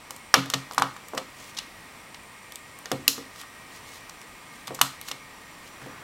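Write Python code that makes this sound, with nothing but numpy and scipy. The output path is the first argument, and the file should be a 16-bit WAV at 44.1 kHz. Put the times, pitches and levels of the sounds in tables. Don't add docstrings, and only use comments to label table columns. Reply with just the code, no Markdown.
import sys
import numpy as np
from scipy import signal
from scipy.fft import rfft, irfft, next_fast_len
from scipy.io import wavfile

SR = 44100
rng = np.random.default_rng(int(sys.argv[2]) if len(sys.argv) > 2 else 0)


def wav_out(sig):
    wavfile.write(sys.argv[1], SR, np.round(np.clip(np.atleast_2d(sig).T, -1, 1) * 32767).astype(np.int16))


N = 265967

# pitch in Hz, width in Hz, level in dB.
PLASTIC_MODES = [(2000, 830, 2), (2476, 820, 5), (2850, 670, 4.5), (3740, 550, 2.5), (4370, 1300, 0),
                 (5140, 560, 5.5), (5580, 950, 1.5)]
# pitch in Hz, width in Hz, level in dB.
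EDGE_MODES = [(7770, 2700, 3), (9550, 1800, 1.5), (12000, 1800, 0.5), (15200, 3000, -9)]
# pitch in Hz, level in dB, t60 in s.
BOARD_MODES = [(830, -35, 0.0057), (906, 1.5, 0.0076), (983, -15.5, 0.052), (1070, -3, 0.017),
               (1127, -14.5, 0.073), (1211, -7.5, 0.046), (1296, -20, 0.066), (1278, -1.5, 0.0087),
               (1420, -11, 0.036), (1600, 3.5, 0.0067), (1836, -13, 0.075)]
# pitch in Hz, level in dB, t60 in s.
DESK_MODES = [(250.8, 4.5, 0.1), (276.6, 3.5, 0.27), (370, 7, 0.013), (399, 10.5, 0.013), (452, 3.5, 0.062),
              (523.6, 4, 0.06), (600.2, 10, 0.027), (655.5, 4.5, 0.035), (719, 8, 0.03), (856, 10, 0.022)]
# pitch in Hz, level in dB, t60 in s.
HOLLOW_MODES = [(133.7, -21, 0.2), (180, -24, 0.097), (271.3, -17, 0.13)]
# frequency in Hz, level in dB, t60 in s.
WALL_ECHOES = [(100, -5, 0.82), (257, -16, 0.42), (676, -18, 0.21), (1800, -17.5, 0.34), (4850, -23, 0.39),
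               (12800, -18, 0.24)]
# frequency in Hz, level in dB per Hz.
FAN_SPECTRUM = [(13, -26), (22, -6.5), (270, -1.5), (387, -7), (432, -5.5), (771, -5.5), (1230, -2.5),
                (1410, -9.5), (1860, -5.5), (3230, -11), (5770, -17), (8260, -26.5), (8970, -43),
                (9740, -20), (16000, -25)]
# pitch in Hz, width in Hz of each of two
# filter passes, mean level in dB of full scale.
FAN_WHISTLES = [(964, 340, -60), (1188, 73, -62), (1580, 12, -67), (1860, 2.2, -63.5), (1854, 5.9, -64.5),
                (1896, 3.1, -65.5), (1940, 12, -65.5), (1900, 89, -61.5), (2115, 21, -65.5),
                (2170, 21, -60), (2333, 6.6, -63.5), (2457, 250, -61.5), (5800, 21, -69.5),
                (5630, 700, -67.5), (7330, 680, -64), (7880, 100, -68), (8800, 550, -61.5)]
# frequency in Hz, level in dB per Hz.
SKIN_SPECTRUM = [(300, -25), (1200, -14), (3000, 2), (4900, 0), (5800, 1), (6800, 0.5), (10000, -6),
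                 (15000, -11)]
# frequency in Hz, level in dB per Hz.
MAT_SPECTRUM = [(60, -8), (135, -7), (300, -4), (800, -5), (1800, -1), (4000, -35)]
# pitch in Hz, width in Hz, level in dB, t60 in s.
MODULE_RATTLES = [(2294, 75, -5, 0.17), (2930, 230, -1, 0.056), (3490, 300, -8, 0.12),
                  (4136, 93, -10, 0.29), (5400, 200, -11, 0.076), (6100, 120, -14, 0.24),
                  (7030, 530, -17, 0.27)]
# delay after the blow in ms, level in dB.
REBOUNDS = [(11, -14), (19, -12.5), (28, -15), (38, -15.5)]
# start in s, levels of plastic snap, thin edge tick,
# board, desk and hollow in dB, strongest pitches of snap, tick, board and desk in Hz, contact length in ms.
LATCH_SNAPS = [(0.3403, 3, -13.5, -2.5, -17, -41, 2720, 9300, 1250, 760, 2.5),
               (0.537, -9, -20.5, -15, -28.5, -25.5, 3560, 7500, 1390, 730, 4.9),
               (0.7798, -12.5, -25, -8.5, -32, -29.5, 3370, 7600, 1000, 560, 4),
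               (0.821, -11.5, -26.5, -8, -28, -27.5, 2770, 8600, 1010, 650, 2.3),
               (1.1765, -16.5, -27.5, -20.5, -28.5, -41, 2900, 7100, 1260, 700, 4.1),
               (3.0787, 0.5, -7, -22.5, -36.5, -47, 6100, 12500, 1250, 334, 1.6),
               (4.8131, -3.5, -9.5, -9.5, -52, -30.5, 3600, 9100, 1110, 794, 3.5),
               (5.113, -19, -29, -29.5, -40, -41, 3120, 6630, 1010, 799, 2.9)]
# start in s, levels of
# plastic snap, thin edge tick and board in dB, strongest pitches of snap and board in Hz,
# contact length in ms (limited to 15 in the chatter).
LIGHT_TICKS = [(0.1066, -25, -30, -30, 5800, 850, 1.7), (0.163, -38, -38, -46, 5850, 942, 1.8),
               (0.5001, -17, -25.5, -29.5, 5300, 1300, 2.5), (0.7108, -30, -48, -27, 5100, 900, 2.7),
               (0.721, -36, -40, -47, 5900, 1100, 2.2), (0.7343, -33, -36, -52, 4920, 1120, 1.5),
               (0.7466, -37, -35, -41, 3800, 1200, 1.3), (0.797, -31, -31, -17.5, 3660, 1170, 1.7),
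               (0.9644, -33.5, -44.5, -34, 2560, 1280, 3.7), (1.0845, -39, -36.5, -53, 2500, 921, 1.8),
               (1.1484, -33, -40, -27.5, 5810, 810, 3.0), (1.172, -27, -35, -34, 4400, 1480, 7.6),
               (1.5477, -39, -47, -51, 5880, 1890, 2.2), (1.5678, -19, -37, -42, 4530, 1130, 18),
               (1.5857, -16.5, -31, -35, 3100, 1020, 4.5), (2.144, -28, -53, -40.5, 2850, 1120, 2.8),
               (2.5206, -31, -38.5, -49, 2960, 958, 1.7), (2.5557, -31.5, -32, -55, 3540, 1850, 1.9),
               (2.7884, -47, -37, -42, 3760, 1210, 1.2), (2.8566, -24.5, -39, -29.5, 4060, 1850, 2.7),
               (3.359, -37, -48, -40, 3490, 1130, 2.5), (3.4132, -31, -39, -41, 2780, 1400, 3.0),
               (3.435, -43, -59, -37, 3060, 1200, 4.8), (4.0947, -31.5, -39, -41, 5450, 1240, 2.7),
               (4.214, -37, -44, -56, 5050, 1150, 3), (4.6704, -26.5, -34.5, -43, 2920, 1900, 5.7),
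               (4.7445, -29, -32, -48, 6590, 802, 3.9), (4.7512, -30, -35, -39, 6340, 883, 1.9),
               (4.79, -29.5, -44, -29, 3990, 1110, 4.4), (5.013, -29.5, -31.5, -43, 3360, 1220, 1.4),
               (5.0841, -24.5, -32, -33, 5000, 1420, 3.3), (5.0915, -42, -39, -46, 6200, 1270, 1.5)]
# start in s, levels of plastic snap, board,
# desk and hollow in dB, strongest pitches of board, desk and hollow in Hz.
DULL_KNOCKS = [(0.3665, -32, -24.5, -31, -19, 1120, 517, 209),
               (0.458, -30.5, -31.5, -41, -36.5, 1340, 620, 200),
               (1.135, -44, -29, -30, -49, 869, 560, 190), (1.3999, -40, -48, -48, -51, 1180, 606, 190),
               (2.9155, -15.5, -20.5, -23.5, -27, 1330, 480, 138),
               (3.1803, -34, -34, -36.5, -42, 1200, 386, 262),
               (4.6787, -26.5, -29, -46, -36, 940, 799, 161), (4.7071, -52, -30.5, -32, -46, 816, 520, 190),
               (5.816, -43, -39, -50, -38, 1820, 509, 140), (5.862, -42, -53, -39, -57, 1790, 433, 190)]
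# full from this second, held in s, level in dB of full scale.
FINGER_STROKES = [(1.39, 0.11, -49.5), (3.388, 0.027, -45), (3.75, 0.02, -50.5), (3.88, 0.01, -52),
                  (3.94, 0.03, -48), (4.555, 0.008, -55.5), (4.62, 0.0093, -58), (5.08, 0.011, -43.5),
                  (5.665, 0.014, -53), (5.825, 0.01, -58)]

FAN_AIR_DB = -48
WALL_GAP_MS = 1.5
TICK_DESK_DB, TICK_HOLLOW_DB, TICK_DESK_HZ = -15.5, -22, 646
TICK_EDGE_HZ, SHARP_MS = 8000, 2.07
KNOCK_EDGE_DB, KNOCK_SNAP_HZ, KNOCK_EDGE_HZ, KNOCK_MS = -9.5, 2950, 8800, 3.0
HOLLOW_HZ = 185
STROKE_RISE_DB_PER_S, STROKE_FALL_DB_PER_S = 259, 554
SLIDE_FROM_S, SLIDE_DB, SLIDE_RISE_DB_PER_S = 5.86, -50.5, 55
SOFTNESS = 0.97
CUTOFF_HZ = 15900


def from_db(db):
    return 10 ** (np.asarray(db) / 20)


def rms_one(x):
    return x / np.sqrt(np.mean(x ** 2) + 1e-20)


def at_hz(points, hz, axis=1):
    points = np.array(points)
    return np.interp(np.log(np.maximum(hz, 1)), np.log(points[:, 0]), points[:, axis])


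def coloured(spectrum):
    size = next_fast_len(N)
    hz = np.arange(size // 2 + 1) * SR / size
    shaped = rfft(rng.standard_normal(size)) * from_db(at_hz(spectrum, hz))
    return rms_one(irfft(shaped, size)[:N]) if size == N else rms_one(irfft(shaped, size)[:N])


def drift(points_per_s):
    points = rng.standard_normal(int(N * points_per_s // SR + 2))
    return rms_one(np.interp(np.arange(N) * points_per_s / SR, np.arange(len(points)), points))


def resonance(x, hz, width_hz):
    r = np.exp(-np.pi * width_hz / SR)
    top = np.array([1, 0, -1]) * (1 - r * r) / 2
    return signal.lfilter(top, [1, -2 * r * np.cos(2 * np.pi * hz / SR), r * r], x + 1e-18)


def ring(x, hz, t60):
    r, w = from_db(-60 / (t60 * SR)), 2 * np.pi * hz / SR
    return signal.lfilter([0, np.sin(w)], [1, -2 * r * np.cos(w), r * r], x + 1e-18)


def contacts():
    rows = [(*row, HOLLOW_HZ) for row in LATCH_SNAPS]
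    for s, snap_db, tick_db, board_db, snap_hz, board_hz, ms in LIGHT_TICKS:
        tick_hz = TICK_EDGE_HZ * max(1, SHARP_MS / ms)
        rows.append((s, snap_db, tick_db, board_db, board_db + TICK_DESK_DB, board_db + TICK_HOLLOW_DB,
                     snap_hz, tick_hz, board_hz, TICK_DESK_HZ, ms, HOLLOW_HZ))
    for s, snap_db, board_db, desk_db, hollow_db, board_hz, desk_hz, hollow_hz in DULL_KNOCKS:
        rows.append((s, snap_db, snap_db + KNOCK_EDGE_DB, board_db, desk_db, hollow_db,
                     KNOCK_SNAP_HZ, KNOCK_EDGE_HZ, board_hz, desk_hz, KNOCK_MS, hollow_hz))
    names = ("start_s", "snap_db", "tick_db", "board_db", "desk_db", "hollow_db",
             "snap_hz", "tick_hz", "board_hz", "desk_hz", "length_ms", "hollow_hz")
    return dict(zip(names, np.transpose(rows)))


def blows(levels_db, spread_db):
    out = np.zeros(N)
    at = np.round(contacts()["start_s"] * SR).astype(int)
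    out[at] = from_db(levels_db + spread_db * rng.standard_normal(len(at)))
    return out


def favour(hz, strongest_hz, db_per_octave_squared):
    return -db_per_octave_squared * np.log2(hz / strongest_hz) ** 2


def fan():
    out = from_db(FAN_AIR_DB + 0.5 * drift(2.89)) * coloured(FAN_SPECTRUM)
    white = rng.standard_normal(N)
    for hz, width_hz, db in FAN_WHISTLES:
        whistle = rms_one(resonance(resonance(white, hz, width_hz), hz, width_hz))
        out += from_db(db + 0.93 * drift(3.93)) * whistle
    return out


def room(x):
    t = np.arange(SR // 2) / SR
    edges = 60 * 2 ** np.arange(0, 8.6, 0.5)
    tail = np.zeros(len(t))
    for low, high in zip(edges, edges[1:]):
        hz = np.sqrt(low * high)
        band_pass = signal.butter(2, [low, min(high, 0.45 * SR)], "band", fs=SR, output="sos")
        band = signal.sosfilt(band_pass, rng.standard_normal(len(t)))
        decay_db = -60 * t / at_hz(WALL_ECHOES, hz, axis=2)
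        tail += band * from_db(at_hz(WALL_ECHOES, hz) - 20 + decay_db)
    fade_in = np.clip(t * 1000 / WALL_GAP_MS - 0.5, 0, 1)
    return signal.fftconvolve(x, tail * fade_in)[:N]


def thud():
    dull = signal.butter(2, 450.0, fs=SR, output="sos")
    return signal.sosfilt(dull, blows(contacts()["board_db"] + 11.0, 0))


def boom():
    c = contacts()
    out = np.zeros(N)
    for hz, db, t60 in HOLLOW_MODES:
        levels_db = c["hollow_db"] + db + 21.0 + favour(hz, c["hollow_hz"], 11.6)
        out += resonance(ring(blows(levels_db, 1.0), hz, t60), hz, 13.8)
    return out


def stroke(full_s, held_s, db, rise_db_per_s):
    t = np.arange(N) / SR - full_s
    rise_db = rise_db_per_s * np.minimum(t, 0)
    fall_db = STROKE_FALL_DB_PER_S * np.maximum(t - held_s, 0)
    return from_db(db + rise_db - fall_db)


def sliding():
    return stroke(SLIDE_FROM_S, 1, SLIDE_DB, SLIDE_RISE_DB_PER_S) * coloured(MAT_SPECTRUM)


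def rubbing():
    grains = from_db(2.2 * drift(400))
    gain = sum(stroke(*row, STROKE_RISE_DB_PER_S) for row in FINGER_STROKES)
    return gain * rms_one(grains * coloured(SKIN_SPECTRUM))


def struck(modes, levels_db, strongest_hz, db_per_octave_squared):
    out = np.zeros(N)
    for hz, db, t60 in modes:
        push = blows(levels_db + db + favour(hz, strongest_hz, db_per_octave_squared), 1.5)
        soft = resonance(resonance(push, hz, SOFTNESS * hz), hz, SOFTNESS * hz)
        out += ring(soft, hz, t60)
    return out


def board_and_desk():
    c = contacts()
    desk = struck(DESK_MODES, c["desk_db"] - 1.0, c["desk_hz"], 10.3)
    rebounds = sum(from_db(db) * np.roll(desk, round(ms * SR / 1000)) for ms, db in REBOUNDS)
    board = struck(BOARD_MODES, c["board_db"] + 4.5, c["board_hz"], 33.0)
    return board + desk + rebounds


def module_rattle():
    c = contacts()
    out = np.zeros(N)
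    for hz, width_hz, db, t60 in MODULE_RATTLES:
        clicks = blows(db + c["snap_db"] + favour(hz, c["snap_hz"], 14.6), 0)
        shaking = signal.lfilter([1], [1, -from_db(-60 / (t60 * SR))], clicks + 1e-18)
        rattle = from_db(0.9 * drift(220)) * rng.standard_normal(N)
        out += resonance(shaking * rattle, hz, width_hz)
    return out


def chatter():
    t = np.arange(2000) / SR
    tau = np.clip(contacts()["length_ms"], 0.3, 15)[:, None] / 1000
    draws = rng.standard_normal((len(tau), 2, len(t)))
    impacts = draws[:, 0] * from_db(8.2 * draws[:, 1])
    bursts = impacts * (t / tau) ** 0.82 * np.exp(-2.1 * t / tau)
    return bursts / np.linalg.norm(bursts, axis=1, keepdims=True)


def latches():
    c = contacts()
    starts = (c["start_s"] * SR).astype(int)
    close, crack, bursts = np.zeros(N), np.zeros(N), chatter()
    parts = [(hz, width_hz, db + c["snap_db"] + 22.5 + favour(hz, c["snap_hz"], 4.4))
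             for hz, width_hz, db in PLASTIC_MODES]
    parts += [(hz, width_hz, db + c["tick_db"] + 25.0 + favour(hz, c["tick_hz"], 10.8))
              for hz, width_hz, db in EDGE_MODES]
    for k, (hz, width_hz, levels_db) in enumerate(parts):
        sign = (-1) ** k
        crack += sign * resonance(blows(levels_db, 0), hz, width_hz)
        rung_bursts = resonance(from_db(levels_db)[:, None] * bursts, hz, width_hz)
        for at, rung in zip(starts, rung_bursts):
            close[at:at + len(rung)] += sign * rung
    return close, crack


def scene():
    small = signal.butter(2, 1300.0, "high", fs=SR, output="sos")
    close, crack = latches()
    close = signal.sosfilt(small, close + module_rattle())
    crack = signal.sosfilt(small, crack)
    bodies = board_and_desk()
    friction = rubbing() + sliding()
    walls = room(crack + bodies + friction)
    return (close + bodies + friction + walls + boom() + thud() + fan())[None]


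def record(dry):
    low_pass = signal.ellip(10, 0.5, 70, CUTOFF_HZ, fs=SR, output="sos")
    return signal.sosfilt(low_pass, np.clip(dry, -1, 1))


dry = scene()
out = record(dry)
wav_out(out)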